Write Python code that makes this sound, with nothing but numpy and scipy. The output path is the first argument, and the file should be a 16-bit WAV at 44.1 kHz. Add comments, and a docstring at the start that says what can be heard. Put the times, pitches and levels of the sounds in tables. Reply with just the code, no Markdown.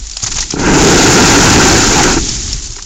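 """Close to an outdoor camera, icy snow hisses and crunches in gritty noise bursts, with a few ringing ice chips,
dull low thumps like footfalls, and a deep throb that shakes the microphone.
Lumps then knock the roof, and a sheet of snow and ice breaks loose: the roof resonances drum and rumble
under random bumps and scrapes, the noise-grain hiss swells, and the narrow-band microphone clips.
Dull low thumps return as the slide ends and after it; crunches and chips crackle on over thinning hiss."""
import sys
import numpy as np
from scipy import signal
from scipy.fft import rfft, irfft, next_fast_len
from scipy.io import wavfile
from scipy.ndimage import uniform_filter1d, map_coordinates

SR = 44100
rng = np.random.default_rng(int(sys.argv[2]) if len(sys.argv) > 2 else 0)


def to_wav(sig):
    """Store sig (one row per channel, or 1-D mono) as 16-bit WAV at the path in sys.argv[1].

    Samples outside -1..1 are clipped; the rate is SR.
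    """
    pcm = np.clip(np.atleast_2d(sig), -1, 1) * 32767
    pcm = np.round(pcm).astype(np.int16)
    wavfile.write(sys.argv[1], SR, pcm.T)  # frames by channels


N = 125685  # length in samples


def amp(db):
    """dB to gain."""
    return 10 ** (np.asarray(db) / 20)


def unit(x):
    """Scale to rms 1."""
    return x / np.sqrt(np.mean(x ** 2) + 1e-20)


def along(points, hz):
    """Read (freq_hz, value) points on a log frequency axis."""
    freq_hz, value = np.transpose(points)
    return np.interp(np.log(hz + 1), np.log(freq_hz + 1), value)


def level(rows):
    """Gain per sample from (time_s, level_db) rows; silent outside them unless they reach the scene's ends."""
    time_s, level_db = np.transpose(rows)
    before = level_db[0] if time_s[0] < .05 else -120
    after = level_db[-1] if time_s[-1] > 2.8 else -120
    return amp(np.interp(np.arange(N) / SR, time_s, level_db, left=before, right=after))


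def wobble(rate):
    """A smooth random curve with rate knots a second."""
    knots = rng.standard_normal(int(N * rate / SR) + 4)
    return map_coordinates(knots, [np.arange(N) * rate / SR])


def filtered(x, response):
    """Multiply the spectrum of x by a response of frequency."""
    size = next_fast_len(N + SR // 2)
    hz = np.fft.rfftfreq(size, 1 / SR)
    return irfft(rfft(x, size) * response(hz), size)[..., :N]


def coloured(x, spectrum):
    """Shape x with a spectrum that rolls off at both ends, at rms 1."""
    lo, hi = spectrum[0][0], spectrum[-1][0]

    def response(hz):
        low_edge = 1 / (1 + (lo / 2 / (hz + 1)) ** 4)
        high_edge = 1 / (1 + (hz / (1.4 * hi)) ** 8)
        return amp(along(spectrum, hz)) * low_edge * high_edge

    return unit(filtered(x, response))


def grit(per_s, spread_db, smooth_share):
    """Random clicks of uneven size mixed with smooth noise, which takes smooth_share of the power."""
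    chance = rng.random(N)
    size, sign, smooth = rng.standard_normal((3, N))
    clicks = unit((chance < per_s / SR) * amp(spread_db * size) * np.sign(sign))
    return np.sqrt(1 - smooth_share) * clicks + np.sqrt(smooth_share) * smooth


def patchy(x, depth_db, size):
    """Give x random gain in patches of time and frequency, using frames of size samples."""
    frames = signal.stft(x, nperseg=size)[2]
    field = uniform_filter1d(rng.standard_normal(frames.shape), size=3, axis=0)
    field = uniform_filter1d(field, size=4, axis=1)
    return unit(signal.istft(frames * amp(depth_db * unit(field)), nperseg=size)[1][:N])


def struck(rows, t60_s):
    """A dying sine for each (start_s, peak_db, pitch_hz)."""
    t = np.arange(N) / SR
    tones = np.zeros(N)
    for start_s, peak_db, pitch_hz in rows:
        decay = amp(peak_db - 60 * np.abs(t - start_s) / t60_s)
        tones += (t >= start_s) * decay * np.sin(2 * np.pi * pitch_hz * (t - start_s))
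    return tones


def clip(x, top, hard):
    """Flatten what passes the top; a higher hard makes a sharper corner."""
    return x / (1 + np.abs(x / top) ** hard) ** (1 / hard)


# deep throb over time: [time_s, level_db]
THROB_LEVEL = [(0.0, -21.5), (0.2, -35.5), (0.38, -18.5), (0.52, -31.5), (.7, -14.5), (1.7, -10),
               (2.03, -16.5), (2.15, -13), (2.4, -22), (2.5, -18), (2.67, -28.5), (2.85, -30.5)]
# relative spectrum of the noise behind the throb: [freq_hz, density_db per Hz]
THROB_SPECTRUM = [(14, -6), (28, -1.5), (50, -5), (100, -22.5)]
THROB_EVEN = 0.34  # 0 swings like noise, 1 nearly steady


def throb():
    """Deep noise divided by part of its own envelope, so it swings more steadily than plain noise."""
    sway = coloured(rng.standard_normal(N), THROB_SPECTRUM)
    even = sway / (np.abs(signal.hilbert(sway)) + .2) ** THROB_EVEN
    top_hz = THROB_SPECTRUM[-1][0]
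    return unit(filtered(even, lambda hz: 1 / (1 + (hz / top_hz) ** 6))) * level(THROB_LEVEL)


# low rumble that outlasts the slide: [time_s, level_db], before its swell
RUMBLE_LEVEL = [(0, -45), (.2, -49), (.25, -30.5), (.5, -39), (.55, -24.5), (.72, -20), (1.5, -2.5),
                (2.02, -20), (2.25, -24.5), (2.35, -30.5), (2.57, -34.5), (2.85, -47)]
# relative rumble spectrum: [freq_hz, density_db per Hz]
RUMBLE_SPECTRUM = [(60, -4), (100, 1.5), (160, -3.5), (400, -7), (560, -33.5)]


def rumble():
    """Low noise around the slide, swelling at random."""
    swell = amp(1.63 * wobble(20))
    return coloured(rng.standard_normal(N), RUMBLE_SPECTRUM) * level(RUMBLE_LEVEL) * swell


# hiss of moving snow: [time_s, level_db], before its flutter
HISS_LEVEL = [(0, -30.5), (.3, -27), (.47, -25), (.56, -30), (.62, -21.5), (.7, -15), (.85, -4), (1.4, 0.5),
              (1.95, -8), (2.1, -10), (2.2, -17.5), (2.33, -17), (2.4, -20.5), (2.52, -22), (2.69, -29.5),
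              (2.85, -31)]
# relative hiss spectrum: [freq_hz, density_db per Hz]
HISS_SPECTRUM = [(260, -62), (450, -24), (835, -15.5), (983, -19), (2770, -13.5), (5330, -5.5),
                 (7300, -1.5), (9490, -5.5), (16100, -120)]
# icy grains, shared with the crunches; GRAIN_SHARE is the clicks' part of the power
GRAINS_PER_S, GRAIN_SPREAD_DB, GRAIN_SHARE = 4000, 4.5, 0.36
HISS_PATCH_DB, HISS_FLUTTER_DB = 1.5, 0.5


def hiss():
    """Fine icy grains of moving snow, patchy and fluttering in strength."""
    grains = grit(GRAINS_PER_S, GRAIN_SPREAD_DB, 1 - GRAIN_SHARE)
    fine = patchy(coloured(grains, HISS_SPECTRUM), HISS_PATCH_DB, size=128)
    flutter = amp(HISS_FLUTTER_DB * (wobble(30.1) + wobble(120)))
    return fine * level(HISS_LEVEL) * flutter


# crunches of crusted snow: [start_s, nominal peak_db, rise_s, t60_s, body_db (dull body against bright top)]
CRUNCH_BURSTS = [(0.069, -10, 0.0012, 0.024, -3), (0.096, -9, 0.001, .025, -8),
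                 (0.111, -10, 0.0018, 0.045, -9), (0.168, -4, 0.0006, 0.042, 2),
                 (0.195, -14, 0.005, 0.076, 0), (0.216, -1, .012, 0.15, -2.5),
                 (0.235, -4.5, 0.0024, 0.1, -2.5), (.26, 2, 0.008, 0.078, 3.5),
                 (0.304, -6, 0.0024, 0.028, -13), (0.311, 0, 0.0063, 0.08, 2),
                 (0.342, -6.5, 0.0011, 0.071, -13), (0.354, -6.5, 0.0052, 0.18, 3),
                 (0.381, 0, 0.004, 0.078, 9), (0.4048, 1.5, 0.00078, 0.077, -12.5),
                 (0.423, -3.5, 0.0022, .06, 2), (0.504, -3, 0.0022, 0.066, -4),
                 (0.517, -10.5, 0.0033, 0.13, 5), (.592, -12.5, 0.0016, 0.23, 6),
                 (2.03, 16.5, 0.0035, 0.042, 10.5), (2.286, 3.5, 0.0025, 0.042, -18),
                 (2.529, -3.5, 0.00056, 0.053, -4.5), (2.561, -8, 0.0031, 0.04, -10),
                 (2.596, -13, 0.0022, 0.044, -2), (2.62, -12, 0.0027, 0.1, -17),
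                 (2.641, -10.5, 0.0018, .07, -7.5), (2.653, -9, 0.0015, 0.063, -18),
                 (2.67, -8, 0.0018, 0.053, -7), (2.699, -14, 0.0026, 0.093, -7),
                 (2.715, -14, 0.0027, 0.13, -4), (2.758, -11, 0.002, 0.06, 0),
                 (2.782, -17.5, 0.0047, 0.066, 12), (2.823, -6, 0.001, 0.032, -9.5)]
# relative spectrum of the crunch grains before the body balance: [freq_hz, density_db per Hz]
CRUNCH_SPECTRUM = [(300, -30), (560, -21.5), (800, -10), (1800, -10.5), (3200, -11), (4800, -4),
                   (6500, 0.5), (7300, 1)]
CREST_DB = 6  # allowance for noise peaks above rms
CRUNCH_PATCH_DB, CRUNCH_GRIT_DB = 3, 2.5
BODY_HZ = 3000  # split between dull body and bright top


def crunches():
    """Crusted snow in short gritty bursts: a quick rise, then a fall; each has its own share of dull body."""
    t = np.arange(N) / SR
    top_power, body_power = np.zeros(N), np.zeros(N)
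    for start_s, peak_db, rise_s, t60_s, body_db in CRUNCH_BURSTS:
        age = np.maximum(t - start_s, 0)
        rise = 1 - np.exp(-(age / rise_s) ** 2)
        power = (amp(peak_db - CREST_DB - 60 * age / t60_s) * rise) ** 2
        top_power += power
        body_power += power * amp(2 * body_db)
    grains = grit(GRAINS_PER_S, GRAIN_SPREAD_DB, 1 - GRAIN_SHARE)
    texture = patchy(coloured(grains, CRUNCH_SPECTRUM), CRUNCH_PATCH_DB, size=128)
    body = filtered(texture, lambda hz: 1 / (1 + (hz / BODY_HZ) ** 4))
    bursts = (texture - body) * np.sqrt(top_power) + body * np.sqrt(body_power)
    return bursts * amp(CRUNCH_GRIT_DB * wobble(610))


# ice chips that ring: [start_s, peak_db, pitch_hz]
CHIP_HITS = [(.135, -17.5, 4650), (.428, -16, 1970), (2.291, -7.5, 5470), (2.53, -7.5, 5360)]


def chips():
    """Ice chips ring briefly, each at a single high pitch."""
    return struck(CHIP_HITS, t60_s=.025)


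# dull low thumps: [start_s, peak_db, pitch_hz]
THUMP_HITS = [(.233, -14, 113), (.355, -21, 120), (1.978, -7.5, 327), (2.167, -2.5, 328), (2.438, -23, 84),
              (2.487, -16.5, 83), (2.546, -17, 132), (2.7, -23, 110), (2.77, -31.5, 401)]


def thumps():
    """Dull low dying sines, first under the early crunches like footfalls, later as the slide ends and after."""
    return struck(THUMP_HITS, t60_s=.09)


# the sheet on the roof: [time_s, rumble_db, upper_db (upper resonances against the rumble)], before its swell
SLIDE_LEVEL = [(0.559, -27, 2), (.6, -15.5, -6), (.64, -12.5, -2.5), (0.677, -6.5, -2), (.85, 0, -4),
               (1.14, 2, -0.5), (1.39, 1, 0.5), (1.55, -2.5, 4), (1.72, -4.5, 3), (1.8, -12, 5),
               (1.886, -16, 4), (1.99, -8, 2), (2.145, -9.5, -2.5), (2.162, -30.5, 9), (2.175, -13, 3.5),
               (2.215, -34, -3)]
# relative roof resonances: [pitch_hz, width_hz, level_db]
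ROOF_MODES = [(101.6, 102, -5), (161, 77, 1), (289.7, 81.5, 1.5), (394.4, 70, 1.5), (481, 100, -6),
              (766, 109, -6.5), (923, 120, -6.5), (1383, 124, -5), (1591, 147, -5.5), (1996, 460, -12),
              (2665, 360, -10)]
# single lumps knocking the roof: [start_s, peak_db]
KNOCK_HITS = [(0.5356, -7.5), (0.5424, -16), (0.567, -9.5), (0.5922, -6.5), (0.6061, -9), (0.615, -7),
              (2.1745, -11.5)]
LUMPS_PER_S, LUMP_SPREAD_DB = 900, 4.5
SCRAPE_SHARE = 0.82  # smooth scraping's part of the push power
SLIDE_PATCH_DB, SLIDE_SWELL_DB = 2, 1
ROOF_DULL_HZ, UPPER_HZ = 2700, 600  # softness of the push; split between rumble and upper resonances
CONTACT_S = 0.0011  # time a knocking lump touches the roof


def roof_ring(hz):
    """Response of the roof: resonances side by side with alternating sign."""
    total = 0
    for k, (pitch_hz, width_hz, level_db) in enumerate(ROOF_MODES):
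        damping = 1j * hz * width_hz
        total = total + (-1) ** k * amp(level_db) * damping / (pitch_hz ** 2 - hz ** 2 + damping)
    return total


def roof_slide():
    """Lumps bumping and ice scraping along the roof push softly on its resonances."""
    push = patchy(grit(LUMPS_PER_S, LUMP_SPREAD_DB, SCRAPE_SHARE), SLIDE_PATCH_DB, size=512)
    drumming = unit(filtered(push, lambda hz: roof_ring(hz) / (1 + 1j * hz / ROOF_DULL_HZ) ** 2))
    upper = filtered(drumming, lambda hz: 1 / (1 + (UPPER_HZ / (hz + 1)) ** 6))
    time_s, rumble_db, upper_db = np.transpose(SLIDE_LEVEL)
    low_gain = level(np.c_[time_s, rumble_db])
    upper_gain = level(np.c_[time_s, rumble_db + upper_db])
    moving = (drumming - upper) * low_gain + upper * upper_gain
    return moving * amp(SLIDE_SWELL_DB * wobble(24.92))


def roof_knocks():
    """Each single lump gives the roof a short rounded push that rings the same resonances."""
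    t = np.arange(N) / SR
    contact = (t < CONTACT_S) * np.sin(np.pi * t / CONTACT_S) ** 2
    knock = filtered(contact, roof_ring)[:SR // 4]
    blows = np.zeros(N)
    for start_s, peak_db in KNOCK_HITS:
        blows[round(start_s * SR)] = amp(peak_db)
    return signal.fftconvolve(blows, knock / np.abs(knock).max())[:N]


def scene():
    """Mix all sources to mono, from the background to the roof."""
    background = throb() + rumble()
    details = hiss() + crunches() + chips() + thumps()
    return (background + details + roof_slide() + roof_knocks())[None]


# treble limit of the microphone: [freq_hz, gain_db]
MIC_TREBLE = [(7200, 1.5), (7900, -17.5), (8700, -22), (9200, -40), (9600, -80)]
INPUT_CLIP, INPUT_HARD, OUTPUT_CLIP, OUTPUT_HARD = 0.55, 16, 0.72, 11
COUPLING_HZ, TOP_HZ = 20.6, 15850  # bass roll-off and final treble cutoff


def record(dry):
    """The input clips and sags through its coupling, the narrow band cuts treble, the output clips overshoot."""
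    def band(hz):
        coupling = 1j * hz / (COUPLING_HZ + 1j * hz)
        return amp(along(MIC_TREBLE, hz)) * coupling

    narrow = filtered(clip(dry, INPUT_CLIP, INPUT_HARD), band)
    return filtered(clip(narrow, OUTPUT_CLIP, OUTPUT_HARD), lambda hz: hz < TOP_HZ)


dry = scene()
out = record(dry)
to_wav(out)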